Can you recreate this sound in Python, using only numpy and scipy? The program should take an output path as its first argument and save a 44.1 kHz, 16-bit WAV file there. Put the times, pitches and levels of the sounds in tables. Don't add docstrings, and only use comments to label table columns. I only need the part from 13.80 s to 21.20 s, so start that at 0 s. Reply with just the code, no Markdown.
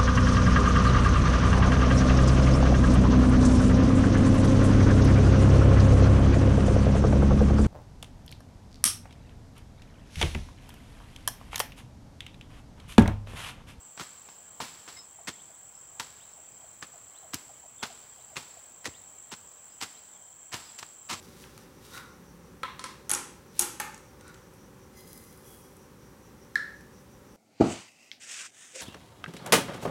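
import sys
import numpy as np
from scipy import signal
from scipy.fft import rfft, irfft
from scipy.io import wavfile
from scipy.ndimage import uniform_filter1d

SR = 44100
rng = np.random.default_rng(int(sys.argv[2]) if len(sys.argv) > 2 else 0)


def unload_audio(sound):
    columns = np.transpose(np.atleast_2d(sound))
    steps = np.round(np.clip(columns, -1, 1) * 32767)
    wavfile.write(sys.argv[1], SR, steps.astype(np.int16))


N = 326382

# frequency in Hz, relative level in dB.
LEAF_SPECTRUM = [(60, -6.5), (250, -3), (520, -7), (950, -0.5), (2200, -4.5), (4500, -3.5), (8000, -9),
                 (11000, -15.5), (15500, -21.5)]


def amp(db):
    return 10 ** (np.asarray(db) / 20)


def unit_rms(x):
    return x / np.sqrt(np.mean(x ** 2) + 1e-20)


def curve_at(points, hz):
    f, value = np.transpose(points)
    return np.interp(np.log(hz + 1), np.log(f + 1), value)


def add(mix, s, sound):
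    part = mix[max(round(s * SR), 0):][:len(sound)]
    part += sound[:len(part)]


def wander(cutoff_hz, size=2048):
    hz = np.fft.rfftfreq(size, N / SR / size)
    slow = unit_rms(irfft(rfft(rng.standard_normal(size)) / (1 + (hz / cutoff_hz) ** 4)))
    return np.interp(np.linspace(0, size - 1, N), np.arange(size), slow)


def swell(t, peak_s):
    return t / peak_s * np.exp(1 - t / peak_s)


def click(spectrum, tilt_db=0, ring_hz=1000, ring_db=0, size=2048):
    hz = abs(np.fft.fftfreq(size, 1 / SR))
    db = curve_at(spectrum, hz) + tilt_db * np.log2(np.maximum(hz, 700) / 1000)
    db += ring_db / (1 + ((hz / ring_hz - 1) / 0.072) ** 2)
    log_response = np.conj(signal.hilbert(np.log(amp(db))))
    shape = np.fft.ifft(np.exp(log_response)).real
    return shape / np.linalg.norm(shape)


def air(db=-57, patchy_db=1.5, swell_db=0.6):
    # frequency in Hz, relative level in dB.
    air_spectrum = [(20, -55), (50, -3), (85, 4.5), (160, 0.5), (300, -3.5), (600, 1.5), (900, 1.5),
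                    (2100, -6.5), (3300, -9), (5300, -14.5), (9500, -14.5), (12500, -21), (16000, -4)]
    hz = np.fft.rfftfreq(1024, 1 / SR)
    real, imag, patches = rng.standard_normal((3, N // 256 + 5, len(hz)))
    patches = uniform_filter1d(patches, size=14, axis=0)
    patches = unit_rms(uniform_filter1d(patches, size=8, axis=1))
    gain = amp(curve_at(air_spectrum, hz) + patchy_db * patches / (1 + (hz / 7000) ** 4))
    wash = signal.istft(((real + 1j * imag) * gain).T, nperseg=1024, noverlap=768)[1][:N]
    return amp(db + swell_db * wander(0.75)) * unit_rms(wash)


def forest(x, echoes_per_s=3000):
    # frequency in Hz, time to fall 60 dB in seconds.
    decay_times = [(150, 0.92), (1000, 0.52), (5000, 0.7), (14000, 1)]
    taps = rng.standard_normal(SR) * (rng.random(SR) < echoes_per_s / SR)
    hz, t, bands = signal.stft(taps, SR, nperseg=256)
    decay = amp(-60 * t / curve_at(decay_times, hz)[:, None])
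    tail = signal.istft(bands * decay * np.minimum(t / 0.0081, 1), SR)[1]
    return signal.fftconvolve(x, tail / np.linalg.norm(tail))[:N]


def cicadas():
    # centre frequency in Hz, width in Hz, level in dB.
    resonances = [(3176, 170, -75.5), (6190, 760, -70), (7115, 320, -65), (7402, 135, -56),
                  (7616, 123, -61.5), (7600, 650, -58), (7897, 133, -58.5), (8175, 180, -66),
                  (8120, 660, -68.5), (15400, 1000, -81)]
    throbs = [(33.94, 0.27, 0.0093), (48.2, 0.27, 0.019), (83.2, 0.28, 0.059)]
    out, f = np.zeros(N), np.fft.rfftfreq(N, 1 / SR)
    rhythms = [(depth, np.cumsum(per_s * (1 + drift * wander(8.15))) / SR)
               for per_s, depth, drift in throbs]
    for hz, width, db in resonances:
        body = 1 / (1 + 1j * (f - hz) / width * 1.73) ** 2 / (1 + ((f - hz) / width / 1.1) ** 4)
        buzz = irfft(rfft(rng.standard_normal(N)) * body, N)
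        pulses = 1 + sum(depth * np.cos(2 * np.pi * (turns + rng.random())) for depth, turns in rhythms)
        out += amp(db) * unit_rms(buzz * pulses)
    return out


def note(db, length_s, start_hz, end_hz, waver=0.017, flutter_db=4.0, easing=1.7):
    progress = np.linspace(0, 1, round(length_s * SR))
    drifts = unit_rms(uniform_filter1d(rng.standard_normal((2, SR // 4)), size=160))
    pitch, level = drifts[:, :len(progress)]
    hz = (end_hz + (start_hz - end_hz) * (1 - progress) ** easing) * (1 + waver * pitch)
    envelope = amp(db + flutter_db * level) * signal.windows.tukey(len(progress), .4)
    return envelope * np.sin(2 * np.pi * np.cumsum(hz) / SR)


def birds(far_count=12, far_db=-77.5, far_hz=4880):
    # start in seconds, level in dB.
    whistles = [(1.583, -64), (2.397, -62.5), (3.339, -61.5), (4.378, -65.5), (5.132, -58), (6.136, -63)]
    chirps = [(1.515, -63), (3.975, -62), (4.285, -71), (6.322, -68)]
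    # start in seconds, level in dB, pitch in Hz.
    near_buzzes = [(0.49, -69, 5200), (1.93, -69, 5270), (2.49, -71, 5320), (2.71, -75, 4980),
                   (4.47, -72, 4930), (5.89, -68, 5100), (6.84, -59, 4940)]
    out = np.zeros(N)
    for s, db in whistles:
        add(out, s, note(db, length_s=.048, start_hz=2600, end_hz=4180, flutter_db=5.5, easing=1.3))
    for s, db in chirps:
        add(out, s, note(db, length_s=.075, start_hz=3800, end_hz=3180))
    far_starts = (np.arange(far_count) + rng.random(far_count)) * N / SR / far_count
    for s, db, hz in list(near_buzzes) + [(s, far_db, far_hz) for s in far_starts]:
        add(out, s, note(db, length_s=0.074, start_hz=hz, end_hz=hz, waver=0.021))
    return out


def far_animal():
    # start in seconds, level in dB.
    yelps = [(1.383, -56.5), (1.680, -61), (2.565, -58.5), (2.824, -59), (3.130, -54), (3.423, -53),
             (3.683, -55), (3.830, -57), (4.090, -52.5), (4.369, -59), (4.503, -56), (4.754, -57.5)]
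    out = np.zeros(N)
    for s, db in yelps:
        add(out, s, note(db, length_s=.042, start_hz=880, end_hz=610, waver=.02))
    return out


def snaps(per_s, spread_db, size=32768):
    strength = amp(spread_db * np.minimum(rng.exponential(1, size), 3))
    return unit_rms(strength * rng.choice([-1, 1], size) * (rng.random(size) < per_s / SR))


def scatter(spread_s=0.0014, size=512):
    burst = rfft(rng.standard_normal(size) * np.exp(-np.arange(size) / SR / spread_s), size * 4)
    return np.roll(irfft(burst / abs(burst)), size // 4)[:size]


def bundles(length, spread_db=2.5):
    return amp(spread_db * unit_rms(uniform_filter1d(rng.standard_normal(length), size=150)))


def sinking_growth(db, rise_s=0.08):
    crackle = snaps(6000, 4.1)
    sinking = amp(db) * crackle * swell(np.arange(len(crackle)) / SR, rise_s)
    return signal.fftconvolve(sinking, np.convolve(click(LEAF_SPECTRUM), scatter()))


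def thud(db, rise_s, stem_size, ring_hz=240, ring_db=3):
    # frequency in Hz, relative level in dB.
    thud_spectrum = [(25, -75), (70, -6), (140, -1.5), (400, -3.5), (620, -22), (1500, -33), (5000, -79)]
    push = swell(np.arange(SR // 5) / SR, rise_s)
    colour = [(hz / stem_size, level) for hz, level in thud_spectrum]
    response = click(colour, 0, ring_hz / stem_size, ring_db)
    sound = signal.fftconvolve(push * rng.standard_normal(len(push)), response)
    return amp(db) * sound * np.linalg.norm(push) / np.linalg.norm(sound)


def blade_ring(rise_s=0.0046):
    # frequency in Hz, relative level in dB, time to fall 60 dB in seconds.
    steel_modes = [(2110, -6.5, 0.092), (3860, -15, 0.14), (5160, -1.5, 0.13), (5360, -17, .15)]
    # start in seconds, level in dB, attenuation of the low modes in dB.
    glances = [(1.164, -42, -6), (1.186, -36.5, 12)]
    out, t = np.zeros(N), np.arange(SR // 2) / SR
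    for s, db, low_loss_db in glances:
        ring = sum(amp(mode_db - low_loss_db * (hz < 4500) - 60 * t / t60) * np.sin(2 * np.pi * hz * t)
                   for hz, mode_db, t60 in steel_modes)
        add(out, s, amp(db) * ring * (1 - np.exp(-t / rise_s)))
    return out


def stroke(tear_db, crack_db, brush_s, cut_s, tilt_db, stalk_hz, rustle_db, release_s=0.011, knock_db=12):
    # frequency in Hz, relative level in dB.
    fibre_spectrum = [(40, -13), (130, -2.5), (350, -4), (560, -4.5), (950, 4.5), (1800, 3), (2800, 3),
                      (5000, 1.5), (7800, 0.5), (10000, -9.5), (15500, -19)]
    brush_db, settle_s = -8, 0.057
    fibres, leaves = snaps(7000, 4.8), snaps(6000, 3.9)
    contact = len(fibres) // 8
    t = (np.arange(len(fibres)) - contact) / SR
    approach = amp(brush_db) * np.exp(np.minimum(t, 0) / brush_s) * np.clip(3 * (t / brush_s + 0.94), 0, 1)
    cutting = np.exp(-np.maximum(t - cut_s, 0) / release_s)
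    force = np.where(t < 0, approach, cutting)
    tearing = fibres * force * bundles(len(t))
    tearing *= amp(tear_db) * np.linalg.norm(force) / np.linalg.norm(tearing)
    cut = signal.fftconvolve(tearing, click(fibre_spectrum, tilt_db, stalk_hz, ring_db=5))
    crack = scatter() * amp(crack_db) * np.sqrt(SR * .004)
    knock = np.convolve(crack, click(fibre_spectrum, tilt_db, stalk_hz, ring_db=knock_db))
    add(cut, (contact - len(crack) // 4) / SR, knock)
    shaking = np.clip(t / 0.0079, 0, 1) * np.exp(-abs(t) / settle_s)
    rustle = signal.fftconvolve(leaves * shaking, click(LEAF_SPECTRUM))
    return contact / SR, cut + amp(rustle_db) * rustle


def chopping(sink_delay_s=.06, sink_db=-18.5):
    # contact in seconds, tearing in dB, crack in dB, brushing rise in seconds, cut length in
    # seconds, tilt in dB per octave, stalk resonance in Hz, thud in dB, relative stem size, rustle in dB.
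    strokes = [(0.197, -40, -33, 0.0093, 0.016, -3, 1330, -43.5, 1.17, -42),
               (0.803, -40.5, -31.5, 0.0022, 0.02, -4.5, 945, -43, 1.1, -36.5),
               (1.473, -33.5, -60, 0.0015, 0.016, -1, 1860, -42.5, 0.9, -52),
               (2.198, -33.5, -29.5, 0.0018, 0.0058, -0.6, 915, -50, .95, -43),
               (3.026, -40.5, -34.5, 0.0081, 0.0071, -3, 1700, -52, 1.24, -55.5),
               (3.535, -35.5, -44, 0.0074, 0.0038, -2, 2460, -36, 1.06, -48),
               (4.029, -29.5, -32, 0.0061, 0.0052, -3, 800, -46, 0.83, -41.5),
               (4.567, -33, -35, 0.013, 0.0029, -1.5, 2610, -43.5, 0.77, -42),
               (5.056, -34, -31, 0.018, 0.0067, -.4, 1970, -40, 0.6, -56),
               (5.076, -49, -57, .003, 0.0016, -2, 695, -38.5, 1, -65),
               (5.518, -38.5, -44, 0.0066, 0.012, -1, 940, -44, 0.92, -54),
               (6.014, -34.5, -35.5, 0.013, 0.02, 0.5, 780, -46.5, 0.87, -43.5),
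               (6.733, -32, -56, .02, 0.0072, -1.1, 1800, -42.5, 1.3, -38),
               (7.294, -35.5, -46, 0.0085, 0.046, -1, 1210, -43, 1.2, -36.5)]
    # contact in seconds, tearing or scraping
    # in dB, crack in dB, length in seconds, tilt in dB per octave, rustle in dB.
    snaps_and_scrapes = [(0.176, -47.5, -41.5, 0.0058, -4.5, -48.5), (0.487, -51, -49.5, 0.0064, -4.5, -56),
                         (1.078, -49, -43, 0.016, -4, -45), (1.165, -56, -58, .015, -2.5, -57),
                         (3.543, -29.5, -29, 0.00076, 6.5, -50.5), (6.988, -40, -44, 0.0071, 2.5, -48.5),
                         (7.028, -40.5, -38, 0.0023, -2.5, -60)]
    out = np.zeros(N)
    for s, tear_db, crack_db, brush_s, cut_s, tilt_db, stalk_hz, thud_db, stem_size, rustle_db in strokes:
        lead_s, sound = stroke(tear_db, crack_db, brush_s, cut_s, tilt_db, stalk_hz, rustle_db)
        add(out, s - lead_s, sound)
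        add(out, s + 0.362 * cut_s, thud(thud_db, 0.0031 + .2 * cut_s, stem_size))
        add(out, s + sink_delay_s, sinking_growth(rustle_db + sink_db))
    for s, tear_db, crack_db, cut_s, tilt_db, rustle_db in snaps_and_scrapes:
        lead_s, sound = stroke(tear_db, crack_db, brush_s=0.0061, cut_s=cut_s, tilt_db=tilt_db,
                               stalk_hz=5760, rustle_db=rustle_db, release_s=0.0042, knock_db=0)
        add(out, s - lead_s, sound)
    return out


def scene(work_echo_db=-17, call_echo_db=-6):
    work, animals = chopping(), birds() + far_animal()
    echoes = forest(amp(work_echo_db) * work + amp(call_echo_db) * animals)
    return (work + blade_ring() + animals + echoes + cicadas() + air())[None]


def record(dry, low_cut_hz=42, high_cut_hz=15750):
    thinned = signal.sosfilt(signal.butter(2, low_cut_hz, "high", fs=SR, output="sos"), dry)
    low_pass = signal.firwin(511, high_cut_hz, window=("kaiser", 9), fs=SR)
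    return signal.oaconvolve(thinned, low_pass[None], "same")


dry = scene()
out = record(dry)
unload_audio(out)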